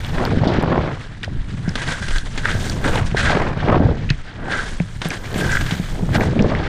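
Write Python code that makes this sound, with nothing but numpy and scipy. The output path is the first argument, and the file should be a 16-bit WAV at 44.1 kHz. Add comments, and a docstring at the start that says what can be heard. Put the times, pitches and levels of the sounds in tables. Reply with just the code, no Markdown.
"""Buffeting gusts over a low rumble: air tumbles across the microphone of a camera worn by a skier
in deep powder. With each turn the skis grind through collapsing snow, ring faintly in their bending
modes and throw a hissing spray. Crust crunches, sharp taps and edge bites clack, bumps knock the
camera mount and a fine high sizzle comes and goes. The camera dulls its top octave in loud stretches."""
import sys
import numpy as np
from scipy import signal
from scipy.fft import rfft, irfft
from scipy.io import wavfile
from scipy.ndimage import uniform_filter1d, minimum_filter1d, map_coordinates

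SR = 44100
rng = np.random.default_rng(int(sys.argv[2]) if len(sys.argv) > 2 else 0)


def generate_wav(sig):
    """Save sig (samples, or channels by samples) to the path in sys.argv[1] as 16-bit PCM at SR."""
    pcm = np.round(np.clip(np.atleast_2d(sig).T, -1, 1) * 32767).astype(np.int16)
    wavfile.write(sys.argv[1], SR, pcm)


N = 294588

# turbulence spectrum: (frequency [multiple of eddy rate], level [dB])
EDDY_SPECTRUM = [(.05, 3), (.3, -1), (.7, -3.5), (1, -5.5), (1.5, -9.5), (2.3, -14), (3.2, -25.5),
                 (5, -32.5), (10, -64), (30, -91)]
# gusts at the microphone: (peak [s], rise [s], fall [s], level [dB], eddy rate [Hz])
AIR_GUSTS = [(.23, 0.077, 0.072, -15, 750.1), (.34, .07, 0.061, -16, 279.8), (.48, 0.064, .13, -12, 470),
             (.74, .16, 0.12, -14.5, 650), (.89, 0.048, .055, -20.5, 950.2), (1.699, .12, .08, -37, 650),
             (2.77, 0.34, 0.045, -24.5, 400.1), (2.87, 0.047, 0.051, -15.5, 601.2),
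             (2.96, 0.051, .07, -16, 1300), (3.35, .06, 0.18, -14.5, 947.6), (3.73, .08, 0.057, -10, 720),
             (3.829, .06, .13, -13.5, 382), (4.48, .1, 0.2, -25, 752.4), (5.08, .06, 0.1944, -29, 450.3),
             (5.40, 0.063, .07, -14, 259.7), (5.48, .22, .15, -25, 760.8), (5.75, .05, 0.098, -30, 301.3),
             (6.02, .1, 0.062, -23, 400.2), (6.191, 0.066, .11, -13.5, 461), (6.42, .12, 0.085, -9.5, 250),
             (6.50, .06, 0.21, -18, 700)]


def gusts(level_db=-2, swing_db=3, speed_swing=.17, breeze_db=-50, breeze_hz=650):
    """A frozen pattern of eddies sweeps past: faster air is both louder and brighter."""
    pattern_hz, slowing_oct_per_db = 600, .01
    power = gain_of(breeze_db) ** 2
    weighted_hz = power * breeze_hz
    for *timing, db, hz in AIR_GUSTS:
        envelope_db = swell_db(*timing)
        gust_power = gain_of(db + envelope_db) ** 2
        power += gust_power
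        weighted_hz += gust_power * hz * 2 ** (slowing_oct_per_db * envelope_db)
    eddy_hz = weighted_hz / power
    surge = 2 * np.tanh(flutter(rate_hz=65.3) / 2)
    pattern = coloured(rng.standard_normal(N), EDDY_SPECTRUM, pattern_hz)
    speed = eddy_hz / pattern_hz * np.exp(speed_swing * (surge - .5))
    pressure = map_coordinates(pattern, [np.cumsum(speed) % N], order=3, mode="grid-wrap")
    pressure *= unit_rms(gain_of(swing_db * surge)) * np.sqrt(power) * gain_of(level_db)
    return signal.sosfilt(signal.butter(2, 110, "high", fs=SR, output="sos"), pressure)


# hard eddies slapping the microphone: (time [s], level [dB], pitch [Hz], decay [s])
EDDY_SLAPS = [(0.3724, -1, 196, 0.0028), (.435, -9, 546, 0.0017), (.47, -6, 173, 0.0016),
              (.586, -4, 205, .003), (0.6359, -5.5, 800, 0.0006), (.705, -9, 408, 0.003),
              (0.778, -6.5, 480, 0.0025), (2.859, -10, 305, 0.0021), (3.1467, -9, 410, 0.0025),
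              (3.303, -8.5, 692, 0.0034), (3.33, -9, 635, 0.0029), (3.6292, -20, 709, 0.002),
              (3.693, -5.5, 584, 0.0026), (3.727, -12, 599, 0.0033), (3.744, -14, 469, 0.0022),
              (3.766, 0, 402.4, 0.0021), (3.803, -3, 298.2, .0067), (6.09, -17, 600, .002),
              (6.1542, -11, 658.6, 0.0017), (6.21, -13, 191.8, 0.0049), (6.406, -4, 202.5, 0.0086),
              (6.4437, -5.5, 453.3, 0.0049)]


def buffets(tearing=.81):
    """Each hard eddy is a sudden suction with torn air in it; small eddies sound higher."""
    out = np.zeros(N)
    for time_s, db, hz, decay_s in EDDY_SLAPS:
        t, slap = burst(decay_s, rise_s=.0008)
        torn_air = coloured(rng.standard_normal(len(t)), EDDY_SPECTRUM, hz)
        suction = -np.sin(2 * np.pi * hz * t)
        add(out, time_s, gain_of(db) * slap * (tearing * torn_air + suction))
    return out


# large eddies round the skier: (time [s], level [dB])
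WAKE_LEVELS = [(0.0, -27.5), (.33, -19), (.7, -20), (1.1, -34.5), (1.35, -25), (2.3, -31.5), (2.55, -24),
               (3.3, -19.5), (3.5, -25.5), (3.85, -16), (4.1, -25), (4.25, -42), (4.4, -29), (4.7, -33.5),
               (5.15, -34.5), (5.53, -21), (5.93, -29), (6.18, -16), (6.68, -24.5)]
# pressure swings as the body rises and sinks: (peak [s], rise [s], fall [s], level [dB])
BODY_HEAVES = [(.17, .07, .08, -20), (1.40, 0.049, .07, -14.5), (2.15, 0.083, 0.072, -13),
               (3.0, 1, 0.75, -20.5), (4.12, 0.16, 0.069, -20), (4.72, 0.19, 0.095, -24.5),
               (5.56, 0.18, 0.11, -17.5), (6.02, 0.23, .2, -21.5), (6.55, .1, .15, -22)]
# spectra of rumble and heave: (frequency [Hz], level [dB])
RUMBLE_SPECTRUM = [(25, -26), (55, -1.5), (90, 1), (140, 1), (200, -7), (300, -16), (500, -29.5),
                   (1000, -58), (3000, -59), (12000, -100)]
HEAVE_SPECTRUM = [(3, -21), (12, -4), (25, -3), (45, -11), (70, -29), (200, -67), (1000, -110)]


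def wake(rumble_db=-.5, heave_db=-1, calm_db=-33, lumps_db=3):
    """Large slow eddies: a lumpy rumble over a heaving pressure."""
    wake_db, = curves(WAKE_LEVELS)
    rumble = coloured(rng.standard_normal(N), RUMBLE_SPECTRUM)
    rumble = unit_rms(rumble * gain_of(lumps_db * flutter(rate_hz=20)))
    heave = coloured(rng.standard_normal(N), HEAVE_SPECTRUM) * swells(BODY_HEAVES, gain_of(calm_db))
    return rumble * gain_of(wake_db + rumble_db) + heave * gain_of(heave_db)


# skis pressing into snow: (peak [s], rise [s], fall [s], grind [dB], spray [dB], ring [dB])
SKI_PUSHES = [(.24, 0.16, 0.057, -49, -41.5, -43), (.56, 0.17, 0.16, -24.5, -60, -42),
              (1.03, 0.27, 0.053, -36, -45.5, -64), (1.686, 0.03, 0.021, -48, -59, -30.5),
              (1.79, 0.026, 0.15, -24, -35.5, -32), (1.92, 0.047, 0.053, -18, -27.5, -27),
              (2.03, .02, 0.032, -36, -31.5, -28), (2.16, 0.095, 0.052, -42, -31.5, -27),
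              (2.512, 0.089, 0.064, -20, -34, -26), (2.66, 0.16, 0.12, -29.5, -30, -37.5),
              (2.855, 0.021, 0.088, -23, -30, -24.5), (2.96, .05, 0.052, -27, -31, -38),
              (3.064, 0.013, 0.03, -30, -32, -44), (3.177, 0.009, 0.18, -17, -27.5, -24),
              (3.28, 0.097, 0.065, -16, -31, -19), (3.62, 0.067, 0.27, -27, -56, -34),
              (4.29, 0.054, 0.085, -30.5, -58, -48), (4.54, 0.062, 0.087, -21, -35.5, -19.5),
              (4.64, 0.11, 0.17, -30, -34, -38.5), (5.04, 0.016, 0.17, -39.5, -38, -34),
              (5.14, 0.077, .035, -24, -36.5, -40), (5.259, 0.019, 0.047, -25, -44, -40),
              (5.40, 0.045, 0.075, -22.5, -30, -36), (5.54, 0.13, 0.074, -21, -28.5, -21.5),
              (5.714, 0.051, 0.044, -23, -32, -29), (6.16, 0.024, 0.017, -16, -28, -20.5),
              (6.219, 0.025, 0.064, -24.5, -33.5, -26.5)]
# glide between pushes: (time [s], grind [dB], spray [dB])
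SKI_GLIDE = [(0.0, -27.5, -40), (.8, -29, -56), (1.15, -38, -52.5), (1.35, -38, -52.5),
             (1.65, -35.5, -44.5), (2.3, -33.5, -39.5), (3.1, -33, -43.5), (3.6, -35, -54),
             (4.0, -33, -48.5), (4.15, -37.5, -46.5), (4.4, -38, -56), (4.95, -39, -45), (5.8, -29, -36),
             (6.08, -38, -43), (6.4, -27.5, -46), (6.68, -25.5, -46.5)]
# spectra of grinding and flying snow: (frequency [Hz], level [dB])
GRIND_SPECTRUM = [(60, -26), (120, 0.5), (300, 1), (650, -4), (1150, -4), (1400, -2), (1650, 1.5),
                  (2200, -3.5), (2700, -8), (3300, -7), (5000, -16.5), (9000, -41), (12000, -71),
                  (16000, -71)]
SPRAY_SPECTRUM = [(100, -43), (300, -4.5), (1200, -14.5), (2000, -8.5), (3400, 2), (4800, -2.5),
                  (6200, -1.5), (8800, -5.5), (10200, -12.5), (11500, -26.5), (15500, -39)]


def skis(grind_db=-6, spray_db=-5, grind_judder_db=2.5, spray_judder_db=1, side_db=-23):
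    """Snow collapses in clumps under the skis and flies off as spray, a little of it sideways."""
    grind_gain, spray_gain, _ = ski_gains()
    clumps = flutter(rate_hz=17.5)
    grind = coloured(crystals(per_s=4000, spread_db=2.5, hiss=1, cycles=6.116), GRIND_SPECTRUM)
    spray = coloured(crystals(per_s=9000, spread_db=3.5, hiss=.8, cycles=6), SPRAY_SPECTRUM)
    grind = unit_rms(grind * gain_of(grind_judder_db * clumps)) * grind_gain * gain_of(grind_db)
    spray = unit_rms(spray * gain_of(spray_judder_db * clumps))
    side = gain_of(side_db) * coloured(rng.standard_normal(N), SPRAY_SPECTRUM)
    return grind + np.array([spray + side, spray - side]) * spray_gain * gain_of(spray_db)


def ski_gains():
    """Grind, spray and ring envelopes: all swell with each push; gliding sustains the first two."""
    glide_grind, glide_spray = gain_of(curves(SKI_GLIDE))
    grind = swells([(*timing, db) for *timing, db, _, _ in SKI_PUSHES], glide_grind)
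    spray = swells([(*timing, db) for *timing, _, db, _ in SKI_PUSHES], glide_spray)
    ring = swells([(*timing, db) for *timing, _, _, db in SKI_PUSHES])
    return grind, spray, ring


def crystals(per_s, spread_db, hiss, cycles, pitches=20):
    """Countless tiny fractures, brief pings of many pitches and sizes, blur into a hiss."""
    out = np.zeros(N)
    for hz in np.geomspace(500, 13000, pitches):
        t = np.arange(int(cycles * SR / hz) + 4) / SR
        ping = signal.windows.hann(len(t)) * np.sin(2 * np.pi * hz * t)
        when, size_quantile = rng.random((int(per_s * N / SR / pitches), 2)).T
        size_db = spread_db * np.minimum(-np.log1p(-size_quantile), 4)  # capped exponential
        cracks = np.bincount((when * N).astype(int), gain_of(size_db), N)
        out += np.sqrt(hz) * unit_rms(signal.oaconvolve(cracks, ping, "same"))
    return unit_rms(out) + hiss * rng.standard_normal(N)


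# bending modes of the two skis: (frequency [Hz], width [Hz], level [dB])
BENDING_MODES = [(1404, 240, 1), (1574, 111, 6.5), (1621, 137, 3), (1950, 170, -2)]


def chatter(level_db=-1.5, judder_db=3):
    """Uneven slipping over the snow rings the skis with a hollow note."""
    _, _, ring_gain = ski_gains()
    slips = rng.standard_normal(N) * gain_of(judder_db * flutter(rate_hz=46))
    ring = np.zeros(N)
    for hz, width_hz, db in BENDING_MODES:
        mode = signal.butter(2, [hz - width_hz / 2, hz + width_hz / 2], "band", fs=SR, output="sos")
        ring += gain_of(db) * unit_rms(signal.sosfilt(mode, slips * rng.choice([-1, 1], N)))
    return unit_rms(ring) * ring_gain * gain_of(level_db)


# skis breaking through firmer snow: (time [s], level [dB], decay [s])
CRUST_BREAKS = [(1.232, -29.5, 0.014), (1.683, -38, 0.0083), (1.755, -18, 0.0081), (1.8175, -25, 0.022),
                (2.0224, -26.5, 0.018), (2.082, -22, 0.0098), (2.107, -24.5, 0.0085), (2.159, -24, 0.012),
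                (2.376, -20, 0.014), (2.452, -20.5, 0.0054), (2.842, -24, 0.0066), (3.1682, -19.5, 0.0044),
                (5.017, -21, 0.009), (5.0469, -25, 0.019), (5.342, -26.5, 0.0087), (5.61, -20.5, 0.01),
                (5.663, -23, 0.01), (5.7091, -22, .011), (6.1518, -34, 0.0098)]


def crunches(level_db=-1, spray_db=-12, crumbs_per_s=14, crumb_db=-10, crumb_spread_db=2):
    """Firm snow gives way in a dense burst of fractures; small crumbs crack under the skis' load."""
    force = np.zeros(N)
    for time_s, db, decay_s in CRUST_BREAKS:
        _, collapse = burst(decay_s, rise_s=.00014)
        add(force, time_s, gain_of(db + level_db) * collapse)
    cracks = rng.standard_normal(N)
    crumb_onsets = rng.random(N) < crumbs_per_s / SR
    crumb_sizes = gain_of(crumb_db + crumb_spread_db * np.minimum(rng.exponential(1, N), 2))
    _, snap = burst(decay_s=.0024, rise_s=.00016)
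    load, _, _ = ski_gains()
    force += load * signal.oaconvolve(crumb_onsets * crumb_sizes, snap)[:N]
    spray = gain_of(spray_db) * coloured(cracks, SPRAY_SPECTRUM)
    return force * (coloured(cracks, GRIND_SPECTRUM) + spray)


# sharp taps and edge bites, plus one thin high click during a strong gust:
# (time [s], level [dB], pitch [Hz], decay [s])
SHARP_TAPS = [(.0475, -21, 2954, 0.00069), (0.183, -29, 2180, 0.0011), (0.252, -19.5, 3900, 0.0012),
              (0.475, -30, 3800, 0.022), (.626, -30.5, 8940, .0006), (1.2316, -23, 3050, 0.0025),
              (1.238, -23.5, 1750, 0.0064), (1.2456, -24.5, 3470, 0.0016), (1.6922, -23.5, 4900, 0.00094),
              (2.183, -20, 3760, .0016), (2.455, -9.5, 1540, 0.0037), (2.4852, -20.5, 1560, 0.0034),
              (2.697, -20.5, 4700, 0.0024), (2.845, -14.5, 1640, 0.002), (3.1719, -21.5, 1740, 0.03),
              (3.172, -29.5, 3430, 0.054), (4.0912, -29, 2287, 0.022), (4.103, -15.5, 1950, 0.0039),
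              (4.1021, -16.5, 4260, 0.0024), (4.179, -45, 7240, 0.0011), (4.8, -22, 1950, .002),
              (5.017, -25.5, 3100, 0.0038), (5.086, -30.5, 9460, 0.0014), (5.1053, -19, 2120, .0022),
              (5.104, -24, 5170, 0.0016), (5.381, -36, 8600, .018), (5.52, -36.5, 6200, 0.064),
              (5.5699, -13, 1700, 0.0028), (5.709, -26, 3230, 0.008), (6.208, -19, 2010, 0.0049),
              (6.392, -20, 2566, 0.003), (6.4227, -27.5, 4958, 0.0017), (6.5502, -17, 2009, 0.0026)]


def clacks(level_db=2, edge_ratio=1.21, rattle=2.5):
    """One sharp impulse and a brief rattle through a broad, damped resonance."""
    out = np.zeros(N)
    for time_s, db, hz, decay_s in SHARP_TAPS:
        t, envelope = burst(decay_s, rise_s=.000081)
        impulse = unit_rms(t == 0)
        rattling = rattle * unit_rms(envelope * rng.choice([-1, 1], len(t)))
        resonance = signal.butter(2, [hz / edge_ratio, hz * edge_ratio], "band", fs=SR, output="sos")
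        ring = signal.sosfilt(resonance, impulse + rattling)
        ring *= np.linalg.norm(envelope) / np.linalg.norm(ring)
        add(out, time_s, gain_of(db + level_db) * ring)
    return out


# bumps on the mount: (time [s], level [dB], pitch [Hz], decay [s], knock [dB re wobble])
MOUNT_BUMPS = [(1.2782, -31, 194, 0.0027, 9.5), (1.678, -10.5, 172, 0.012, -16),
               (2.551, -13, 94.2, 0.014, -9), (4.105, -9.5, 140.4, 0.013, -21),
               (4.802, -10, 169, 0.015, -9), (5.055, -16.5, 164, 0.022, -5),
               (5.382, -16, 188.5, 0.0199, -17), (5.7223, -9, 161, 0.0042, -24.5),
               (5.797, -12, 172.6, 0.013, -11.5), (6.028, -11, 169.2, 0.015, -29)]


def thumps(level_db=2, knock_hz=600):
    """A bump knocks the camera mount, which then wobbles for a few cycles."""
    out = np.zeros(N)
    t, blow = burst(decay_s=.00089, rise_s=.002)
    knock = blow * np.sin(2 * np.pi * knock_hz * t)
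    for time_s, db, hz, decay_s, knock_db in MOUNT_BUMPS:
        _, envelope = burst(decay_s, rise_s=.0012)
        wobble = envelope * np.sin(2 * np.pi * hz * t)
        add(out, time_s, gain_of(db + level_db) * (wobble + gain_of(knock_db) * knock))
    return out


# swells of fine sizzle: (peak [s], rise [s], fall [s], level [dB])
SIZZLE_SWELLS = [(.08, .2, 0.156, -62), (2.67, 0.17, .1, -56.5), (2.92, .12, 0.09, -57),
                 (5.40, 0.044, .04, -49), (5.58, 0.35, 0.38, -53), (6.18, 0.051, 0.067, -51)]
# brief ticks: (time [s], level [dB])
SIZZLE_TICKS = [(.066, -45), (.2515, -45), (2.184, -55), (2.697, -47), (5.087, -38)]
# spectrum of both: (frequency [Hz], level [dB])
SIZZLE_SPECTRUM = [(2000, -18), (6500, -50), (9000, -6), (10500, 7), (11400, 5), (12400, 16), (14000, 11),
                   (15300, 5), (16500, -28)]


def sizzle(level_db=4, flicker_db=4.5, pan_db=3.5):
    """A fine high sizzle with brief ticks, set louder in the right channel."""
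    envelope = swells(SIZZLE_SWELLS)
    _, tick = burst(decay_s=.0019, rise_s=.0002)
    for time_s, db in SIZZLE_TICKS:
        add(envelope, time_s, gain_of(db) * tick)
    noise = rng.standard_normal((2, N)) * gain_of(flicker_db * flutter(rate_hz=620))
    hiss = np.array([coloured(channel, SIZZLE_SPECTRUM) for channel in noise])
    return hiss * envelope * gain_of([[level_db - pan_db], [level_db + pan_db]])


def gain_of(db):
    """Decibels to amplitude."""
    return 10 ** (np.asarray(db) / 20)


def unit_rms(x):
    """Scales to rms 1."""
    return x / np.sqrt(np.mean(x ** 2) + 1e-20)


def coloured(x, spectrum, unit_hz=1):
    """Filters x by a spectrum interpolated over log frequency; rms 1."""
    points, db = np.transpose(spectrum)
    hz = np.fft.rfftfreq(len(x), 1 / SR)
    response_db = np.interp(np.log(hz + 1), np.log(points * unit_hz), db)
    return unit_rms(irfft(rfft(x) * gain_of(response_db), len(x)))


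def curves(rows):
    """Columns of a timed table, interpolated per sample."""
    time_s, *columns = np.transpose(rows)
    return [np.interp(np.arange(N) / SR, time_s, column) for column in columns]


def flutter(rate_hz):
    """Random wavering up to about rate_hz; rms 1."""
    ratio = np.fft.rfftfreq(N, 1 / SR) / rate_hz
    band = ratio / (ratio + .1) / np.sqrt(1 + ratio ** 4)
    return unit_rms(irfft(rfft(rng.standard_normal(N)) * band, N))


def burst(decay_s, rise_s):
    """Time axis and envelope of a blow: rounded rise to 1, exponential fall."""
    t = np.arange(SR // 5) / SR
    envelope = (1 - np.exp(-(t / rise_s) ** 2)) * np.exp(-t / decay_s)
    return t, envelope / envelope.max()


def swell_db(peak_s, rise_s, fall_s, roundness=1.4):
    """Level re peak: -10 dB at rise_s before it and fall_s after it."""
    t = np.arange(N) / SR - peak_s
    return -10 * np.minimum(np.maximum(-t / rise_s, t / fall_s) ** roundness, 10)


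def swells(rows, floor=0):
    """Gain of swells summed in power over a floor."""
    return np.sqrt(floor ** 2 + sum(gain_of(db + swell_db(*timing)) ** 2 for *timing, db in rows))


def add(mix, time_s, sound):
    """Mixes a sound in at time_s."""
    part = mix[round(time_s * SR):][:len(sound)]
    part += sound[:len(part)]


def muffled(x, edge_hz, cut_db_per_db, threshold_db, follow_s):
    """The camera turns its top octave down while the sound stays loud, then slowly restores it."""
    pole = np.exp(-1 / (follow_s * SR))
    power = signal.lfilter([1 - pole], [1, -pole], (x ** 2).mean(axis=0))
    over_db = np.maximum(10 * np.log10(power + 1e-12) - threshold_db, 0)
    treble = signal.sosfiltfilt(signal.butter(4, edge_hz, "high", fs=SR, output="sos"), x)
    return x - treble * (1 - gain_of(-cut_db_per_db * over_db))


def scene():
    """Wind, snow and knocks; only the skis' spray and the sizzle have stereo width."""
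    wind = gusts() + buffets() + wake()
    return wind + skis() + chatter() + sizzle() + crunches() + clacks() + thumps()


def record(dry, ceiling=.87, cutoff_hz=15500):
    """Treble cut when loud, smooth peak limiter, band limit."""
    dry = muffled(dry, edge_hz=8000, cut_db_per_db=2.5, threshold_db=-19, follow_s=.36)
    allowed_gain = np.minimum(1, ceiling / (abs(dry).max(axis=0) + 1e-9))
    held_gain = minimum_filter1d(allowed_gain, size=181)
    smooth_gain = uniform_filter1d(uniform_filter1d(held_gain, size=91), size=91)
    soft_ends = signal.windows.tukey(N, .001)
    lowpass = signal.firwin(511, cutoff_hz, window=("kaiser", 9), fs=SR)
    return signal.oaconvolve(dry * smooth_gain * soft_ends, lowpass[None], "same", axes=1)


dry = scene()
out = record(dry)
generate_wav(out)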